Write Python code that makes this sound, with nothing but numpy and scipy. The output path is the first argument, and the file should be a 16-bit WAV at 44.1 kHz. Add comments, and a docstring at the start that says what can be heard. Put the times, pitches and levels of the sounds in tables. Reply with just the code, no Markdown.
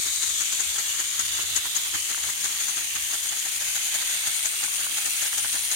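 """Flares in empty stadium stands

Handheld flares burn close by. Their gas jets hiss through slowly wandering resonances, grow thinner
and brighter, and throw off a fine crackle of sparks. Strobe flares on the ground flash about six
times a second, each flash a soft puff with a sizzle, and spit weakly in between.
Now and then a bit of slag pops, and brief low thumps stand out of a faint rumble."""
import sys
import numpy as np
from scipy import signal
from scipy.fft import rfft, irfft
from scipy.io import wavfile
from scipy.ndimage import uniform_filter1d

SR = 44100
rng = np.random.default_rng(int(sys.argv[2]) if len(sys.argv) > 2 else 0)


def int16_out(signal):
    """Quantize to a 16-bit WAV file."""
    q = np.round(np.clip(np.atleast_2d(signal).T, -1, 1) * 32767)
    wavfile.write(sys.argv[1], SR, q.astype(np.int16))


N = 253575
TOP_HZ = 15900
FRAME, HOP = 1024, 256  # the hiss is shaped in short, overlapping frames [samples]
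TIME = np.arange(N) / SR
FRAME_S = np.arange(N // HOP + 5) * HOP / SR
BIN_HZ = np.fft.rfftfreq(FRAME, 1 / SR)  # the frequencies in one frame
ALL_HZ = np.fft.rfftfreq(N, 1 / SR)  # the frequencies in the whole sound

# how alike the two microphone openings hear a sound: (frequency [Hz], likeness [0-1], left lead [rad])
MIC_LIKENESS = [(60, 0.97, 3.12), (300, 0.92, 3.02), (970, 0.95, 3.98), (1800, 0.24, 6), (2504, 0.72, 8.96),
                (3580, 0.5, 14.26), (4230, 0, 16.65), (6880, 0.15, 19.8), (8350, 0.24, 18.9),
                (9600, 0.25, 18.4), (12000, 0.1, 19.9)]
# how late the bounce off the concrete steps comes as the microphone moves: (time [s], delay [s])
BOUNCE_DELAY = [(0, 0.00078), (3.0, 0.001), (3.8, 0.0013), (5.75, 0.0012)]
# tone of the rumble: (frequency [Hz], relative level [dB])
RUMBLE_TONE = [(20, -44), (45, -14), (64, 2), (90, -4.5), (130, -7.5), (250, -26), (1000, -55)]
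# low thumps in the rumble: (time [s], level [dB])
LOW_THUMPS = [(.3, -55), (.69, -57), (1.26, -48), (1.41, -51), (1.53, -48), (1.96, -55), (2.26, -53),
              (3.02, -55), (3.63, -55), (5.43, -52), (5.56, -53)]
# bursting slag: (time [s], level on the right [dB], pitch [Hz], left over right [dB])
SLAG_POPS = [(1.655, -30, 1200, -5), (2.146, -28.5, 1500, -9), (2.178, -34, 1550, -7),
             (4.026, -33.5, 1310, -7), (4.681, -33, 1450, -10), (4.867, -31.5, 1510, -6),
             (5.33, -31.5, 1450, -9), (5.447, -26.5, 1410, -3)]
# strobe flashes: (time [s], puff strength [dB], sizzle strength [dB])
STROBE_FLASHES = [(0.068, -2.5, -3), (0.232, -2, 0.5), (0.416, -2, 3.5), (0.603, 0.5, 4), (0.79, -0.5, 2.5),
                  (1.0, -0.5, 1.5), (1.201, -1, 4), (1.389, -1, -7), (1.567, 1, 7.5), (1.658, -2.5, -5),
                  (1.765, -1, 5), (1.948, 3, -2), (2.111, 1, -4), (2.241, -2.5, -0.5), (2.29, 0, -4),
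                  (2.449, 1.5, 3.5), (2.612, -6, -1), (2.688, -2, -2), (2.777, -1.5, -1), (2.96, -0.5, -3),
                  (3.142, 0, 0), (3.294, -9, -1), (3.325, -1.5, -5), (3.395, -23, -1), (3.459, -2.5, -3),
                  (3.617, -3, 0), (3.76, -0.5, -1), (3.95, 0, 1.5), (4.104, -5, 1), (4.275, 1, 1),
                  (4.458, .5, 5), (4.637, 2, -1), (4.801, -1.5, 0), (4.979, -2.5, 1.5), (5.063, 2, -2),
                  (5.224, 2, 1), (5.263, -1, -3), (5.383, -0.5, 1), (5.45, -1.5, -19), (5.553, 1.5, -6),
                  (5.723, 0.5, 5.5)]
# tone of a flash's low push of gas and of its puff on each side: (frequency [Hz], relative level [dB])
PUSH_TONE = [(20, -48), (45, -15), (70, -3), (110, 2), (200, -6), (330, -8), (600, -44), (2000, -70)]
PUFF_TONE_LEFT = [(100, -13), (220, -15.5), (370, -7), (520, -11.5), (750, -6), (1100, -14), (1350, -6.5),
                  (1750, -1), (2300, -7), (3500, -31), (12000, -32), (15500, -30)]
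PUFF_TONE_RIGHT = [(200, -11.5), (380, 2.5), (550, -3.5), (800, -1), (1100, -2), (1400, 2.5), (1800, 3),
                   (2100, -1), (3500, -7.5), (5000, -2.5), (8000, -28), (15000, -28)]
# tone of a flash's sizzle: (frequency [Hz], relative level left [dB], relative level right [dB])
SIZZLE_TONE = [(1000, -42, -34.5), (3540, -25, -10), (5600, -14.5, -16), (6030, -11.5, -20), (6516, 5, -18),
               (7370, -4, -18), (8440, -11, -23), (9400, -7.5, -27), (11100, -27, -22), (12300, -31, -15),
               (15500, -33, -29)]
# tone of the jets' hiss on each side: (frequency [Hz], relative level [dB])
HISS_TONE_LEFT = [(100, -23), (450, -28), (1300, -24.5), (2700, -12.5), (3400, -13.5), (4300, -14),
                  (5300, -13), (6600, 0.5), (8000, -6), (9400, -3.5), (10500, -16), (12000, -19.5),
                  (14500, -27.5), (15800, -25)]
HISS_TONE_RIGHT = [(100, -21.5), (450, -17), (800, -15), (1550, -9), (2150, -3), (3300, -1.5), (4500, -3.5),
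                   (5300, -9), (7000, -11), (10800, -11), (12200, -4), (13500, -12), (15800, -14.5)]
# strength of the jets' roar: (time [s], boost [dB])
JET_ROAR = [(0, -4), (.7, -1.5), (1.4, -1), (1.7, -2.5), (2.0, -1.2), (3.45, -2), (4.05, 2.5), (4.5, -0.1),
            (5.75, 0.8)]
# the jets' high whistle: (time [s], pitch [Hz])
JET_WHISTLE = [(0, 9500), (3, 9700), (3.8, 9750), (4.15, 8900), (5.1, 9040), (5.75, 9600)]
# the hollow note of a burning tube: (time [s], pitch [Hz], boost [dB])
TUBE_NOTE = [(0, 3750, 7.5), (.27, 3850, 8), (.45, 3180, 6.5), (.85, 3280, 1.5), (1.5, 3800, 6.5),
             (1.8, 3520, 8.5), (2.1, 3000, 1.5), (2.5, 3060, 2.5), (2.88, 2800, 3), (3.05, 3300, 3.5),
             (3.9, 2930, 1), (4.3, 3360, 1), (5.75, 3300, 1.5)]


def gain_of(db):
    """Turns decibels into a number to multiply a sound by."""
    return 10 ** (np.asarray(db) / 20)


def evened(x):
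    """Scales a signal to an average size (rms) of 1."""
    return x / np.sqrt(np.mean(x ** 2) + 1e-20)


def read(rows, hz, column=1):
    """Looks up one column of a frequency table, gliding between its rows on a log scale."""
    table = np.transpose(rows)
    return np.interp(np.log(hz + 1), np.log(table[0] + 1), table[column])


def follow(rows, t):
    """Looks up every column of a time table at the times t."""
    s, *columns = np.transpose(rows)
    return [np.interp(t, s, c) for c in columns]


def add(mix, s, sound):
    """Lays a stereo sound into the mix at s seconds."""
    part = mix[:, max(round(s * SR), 0):][:, :sound.shape[1]]
    part += sound[:, :part.shape[1]]


def flutter(rate_hz):
    """A random wobble of size 1, mostly slower than the given rate."""
    spectrum = rfft(rng.standard_normal(N)) * (ALL_HZ > 0)
    return evened(irfft(spectrum / (1 + (ALL_HZ / rate_hz) ** 2), N))


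def stereo_spectra(shape, hz):
    """Noise spectra for the two microphone openings: partly alike, and shifted in phase."""
    a, b, c, d = rng.standard_normal((4,) + shape)
    likeness = np.clip(read(MIC_LIKENESS, hz), 0, 1)
    right = a + 1j * b
    left = likeness * right + np.sqrt(1 - likeness ** 2) * (c + 1j * d)
    return np.array([left * np.exp(1j * read(MIC_LIKENESS, hz, column=2)), right])


def steady_noise(left, right, right_column=1):
    """Stereo noise of size 1, with a tone table for each side."""
    tone = gain_of([read(left, ALL_HZ), read(right, ALL_HZ, right_column)])
    return evened(irfft(stereo_spectra(ALL_HZ.shape, ALL_HZ) * tone, N))


def bursts(times, levels_db, rise_s, fall_s):
    """The loudness curve of a row of short bursts, each swelling to its level and dying away."""
    power = np.zeros(N)
    for s, db in zip(times, levels_db):
        near = slice(max(int((s - .2) * SR), 0), int((s + .2) * SR))
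        t = TIME[near] - s
        power[near] += gain_of(db) ** 2 * np.exp(-(t / np.where(t < 0, rise_s, fall_s)) ** 2)
    return np.sqrt(power)


def off_the_steps(x, strength, dull_hz):
    """Adds a dull bounce off the steps. It weakens one low band, which sinks as the path grows."""
    delay, = follow(BOUNCE_DELAY, TIME)
    dull = signal.sosfiltfilt(signal.butter(2, dull_hz, fs=SR, output="sos"), x)
    return x + strength * np.array([np.interp(TIME - delay, TIME, side) for side in dull])


def rumble(start_db=-58, db_per_s=-1.7, opposed=0.16):
    """A faint, fading rumble in the stands that swells into brief thumps."""
    times, levels_db = np.transpose(LOW_THUMPS)
    thumps = bursts(times, levels_db, rise_s=0.052, fall_s=0.054)
    level = np.hypot(gain_of(start_db + db_per_s * TIME), thumps)
    noise = irfft(rfft(rng.standard_normal((2, N))) * gain_of(read(RUMBLE_TONE, ALL_HZ)), N)
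    return evened(noise - opposed * noise[::-1]) * level  # the two sides partly swing opposite ways


def slag_pops(decay_s=0.0011, tail_db=-21, tail_s=.012):
    """Bits of slag burst with a short snap, and the seats around scatter it back."""
    out, t = np.zeros((2, N)), np.arange(3000) / SR
    left_lead = np.exp(1j * read(MIC_LIKENESS, np.fft.rfftfreq(len(t), 1 / SR), column=2))
    for s, db, hz, left_db in SLAG_POPS:
        band = signal.butter(2, [hz * 0.56, hz * 1.18], "band", fs=SR, output="sos")
        snap = signal.sosfilt(band, rng.standard_normal(len(t)) * np.exp(-t / decay_s))
        snap /= np.sqrt(np.mean(snap[t < .004] ** 2))  # size 1 over the first 4 ms
        left = irfft(rfft(snap) * left_lead) * (t < t[-1] / 2)
        scatter = evened(signal.sosfilt(band, rng.standard_normal((2, len(t))))) * np.exp(-t / tail_s)
        pop = np.array([left, snap]) + gain_of(tail_db) * scatter
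        add(out, s, gain_of([[db + left_db], [db]]) * pop)
    return out


def spits(per_s=4.0, strength_db=-7, spread_db=0.5):
    """The strobes spit weakly at random times. Gives rows like those of STROBE_FLASHES."""
    wait, size = rng.random((60, 2)).T
    times = np.cumsum(2 * wait / per_s)
    db = strength_db + spread_db * (2 * size - 1)
    return np.c_[times, db, db][times < TIME[-1]]


def strobes(puff_db=-34, sizzle_db=-27, push_db=-50, ragged_db=1.3, crackle_db=2.0):
    """Each flash throws out a ragged puff, a crackling sizzle and a low push of gas."""
    times, puff_strength, sizzle_strength = np.vstack([STROBE_FLASHES, spits()]).T
    puff = steady_noise(PUFF_TONE_LEFT, PUFF_TONE_RIGHT)
    puff *= bursts(times, puff_db + puff_strength, rise_s=0.0084, fall_s=0.014)
    sizzle = steady_noise(SIZZLE_TONE, SIZZLE_TONE, right_column=2)
    sizzle *= bursts(times, sizzle_db + sizzle_strength, rise_s=0.0075, fall_s=0.011)
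    push = steady_noise(PUSH_TONE, PUSH_TONE)
    push *= bursts(times, push_db + 1.4 * puff_strength, rise_s=0.0092, fall_s=0.02)
    puff *= evened(gain_of(ragged_db * flutter(rate_hz=170)))
    sizzle *= evened(gain_of(crackle_db * flutter(rate_hz=250)))
    sizzle[1] *= gain_of(0.7 * (TIME - TIME.mean()))  # drifts to the right as the microphone turns
    return off_the_steps(puff, strength=0.71, dull_hz=1020) + sizzle + push


def hump(centre_hz, width_hz):
    """The bell shape of a resonance: 1 at its centre, less on either side."""
    return 1 / (1 + (2 * (BIN_HZ - centre_hz) / width_hz) ** 2)


def flare_resonances(tube_width_hz=700, hiss_start_db=5, hiss_end_db=-3.5, settle_s=1.6):
    """Resonances wander as the flares burn down. Gives a boost in dB for each frame and frequency."""
    t = FRAME_S[:, None]
    roar_db, = follow(JET_ROAR, t)
    whistle_hz, = follow(JET_WHISTLE, t)
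    tube_hz, tube_db = follow(TUBE_NOTE, t)
    # the hiss thins: its lower band settles while the whistle above it grows
    hiss_db = hiss_end_db + (hiss_start_db - hiss_end_db) * np.exp(-t / settle_s)
    gas = roar_db * hump(2830, 3500) + hiss_db * hump(7960, 4200)
    whistle_strength = -4 + 1.89 * t
    whistle = whistle_strength * (1.26 * hump(whistle_hz, 1600) + 0.41 * hump(14300, 3000))
    # a second flare's higher, weaker note wavers in strength
    second_db = -0.5 + 0.4 * np.interp(t, TIME, flutter(rate_hz=1.8))
    tubes = tube_db * hump(tube_hz, tube_width_hz) + second_db * hump(4400, tube_width_hz)
    return gas + whistle + tubes


def sparks(per_s, spread_db):
    """Sparks make tiny clicks, a few of them large, each leaning to one side. Gives spectra by frame."""
    size = gain_of(spread_db * np.minimum(rng.exponential(1, N), 4.5))
    fires = rng.random(N) < per_s / SR
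    clicks = evened(size * fires * rng.standard_normal((2, N)))
    padded = np.pad(clicks, ((0, 0), (0, 2 * FRAME)))
    spectra = signal.stft(padded, nperseg=FRAME, noverlap=FRAME - HOP)[2]
    spectra = spectra[:, :, :len(FRAME_S)].transpose(0, 2, 1)  # side, frame, frequency
    return spectra * np.sqrt(2 / np.mean(abs(spectra) ** 2))  # as strong as the gas noise


def jets(left_db=-25.5, right_db=-28.0, crackle_db=-9, flutter_db=0.73, patchy_db=1.6):
    """Gas rushes out of the handheld flares with a crackle of sparks, coloured by the burning tubes."""
    boost_db = flare_resonances()
    # patches of tone drift slowly as the flares and the microphone sway
    patches = uniform_filter1d(rng.standard_normal(boost_db.shape), size=45, axis=0)
    patches = evened(uniform_filter1d(patches, size=6, axis=1))
    crackle = gain_of(crackle_db) * sparks(per_s=5000, spread_db=2.3)
    gas = stereo_spectra(boost_db.shape, BIN_HZ)
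    spectra = (gas + crackle) * gain_of(boost_db + patchy_db * patches)
    spectra *= gain_of([read(HISS_TONE_LEFT, BIN_HZ), read(HISS_TONE_RIGHT, BIN_HZ)])[:, None]
    left, right = signal.istft(spectra.transpose(0, 2, 1), nperseg=FRAME, noverlap=FRAME - HOP)[1][:, :N]
    # the flame sputters: the whole hiss flickers quickly, more so on the brighter left side
    left = evened(left) * gain_of(left_db + 0.71 * flutter(rate_hz=49))
    right = evened(right) * gain_of(right_db)
    return np.array([left, right]) * gain_of(flutter_db * flutter(rate_hz=31))


def scene():
    """The jets and their bounce, mixed with the strobes, the pops and the rumble."""
    return off_the_steps(jets(), strength=0.19, dull_hz=960) + strobes() + slag_pops() + rumble()


def record(dry):
    """Cuts away the very highest treble, above TOP_HZ."""
    low_pass = signal.firwin(1023, TOP_HZ, window=("kaiser", 9), fs=SR)
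    return signal.oaconvolve(dry, low_pass[None], "same")


dry = scene()
out = record(dry)
int16_out(out)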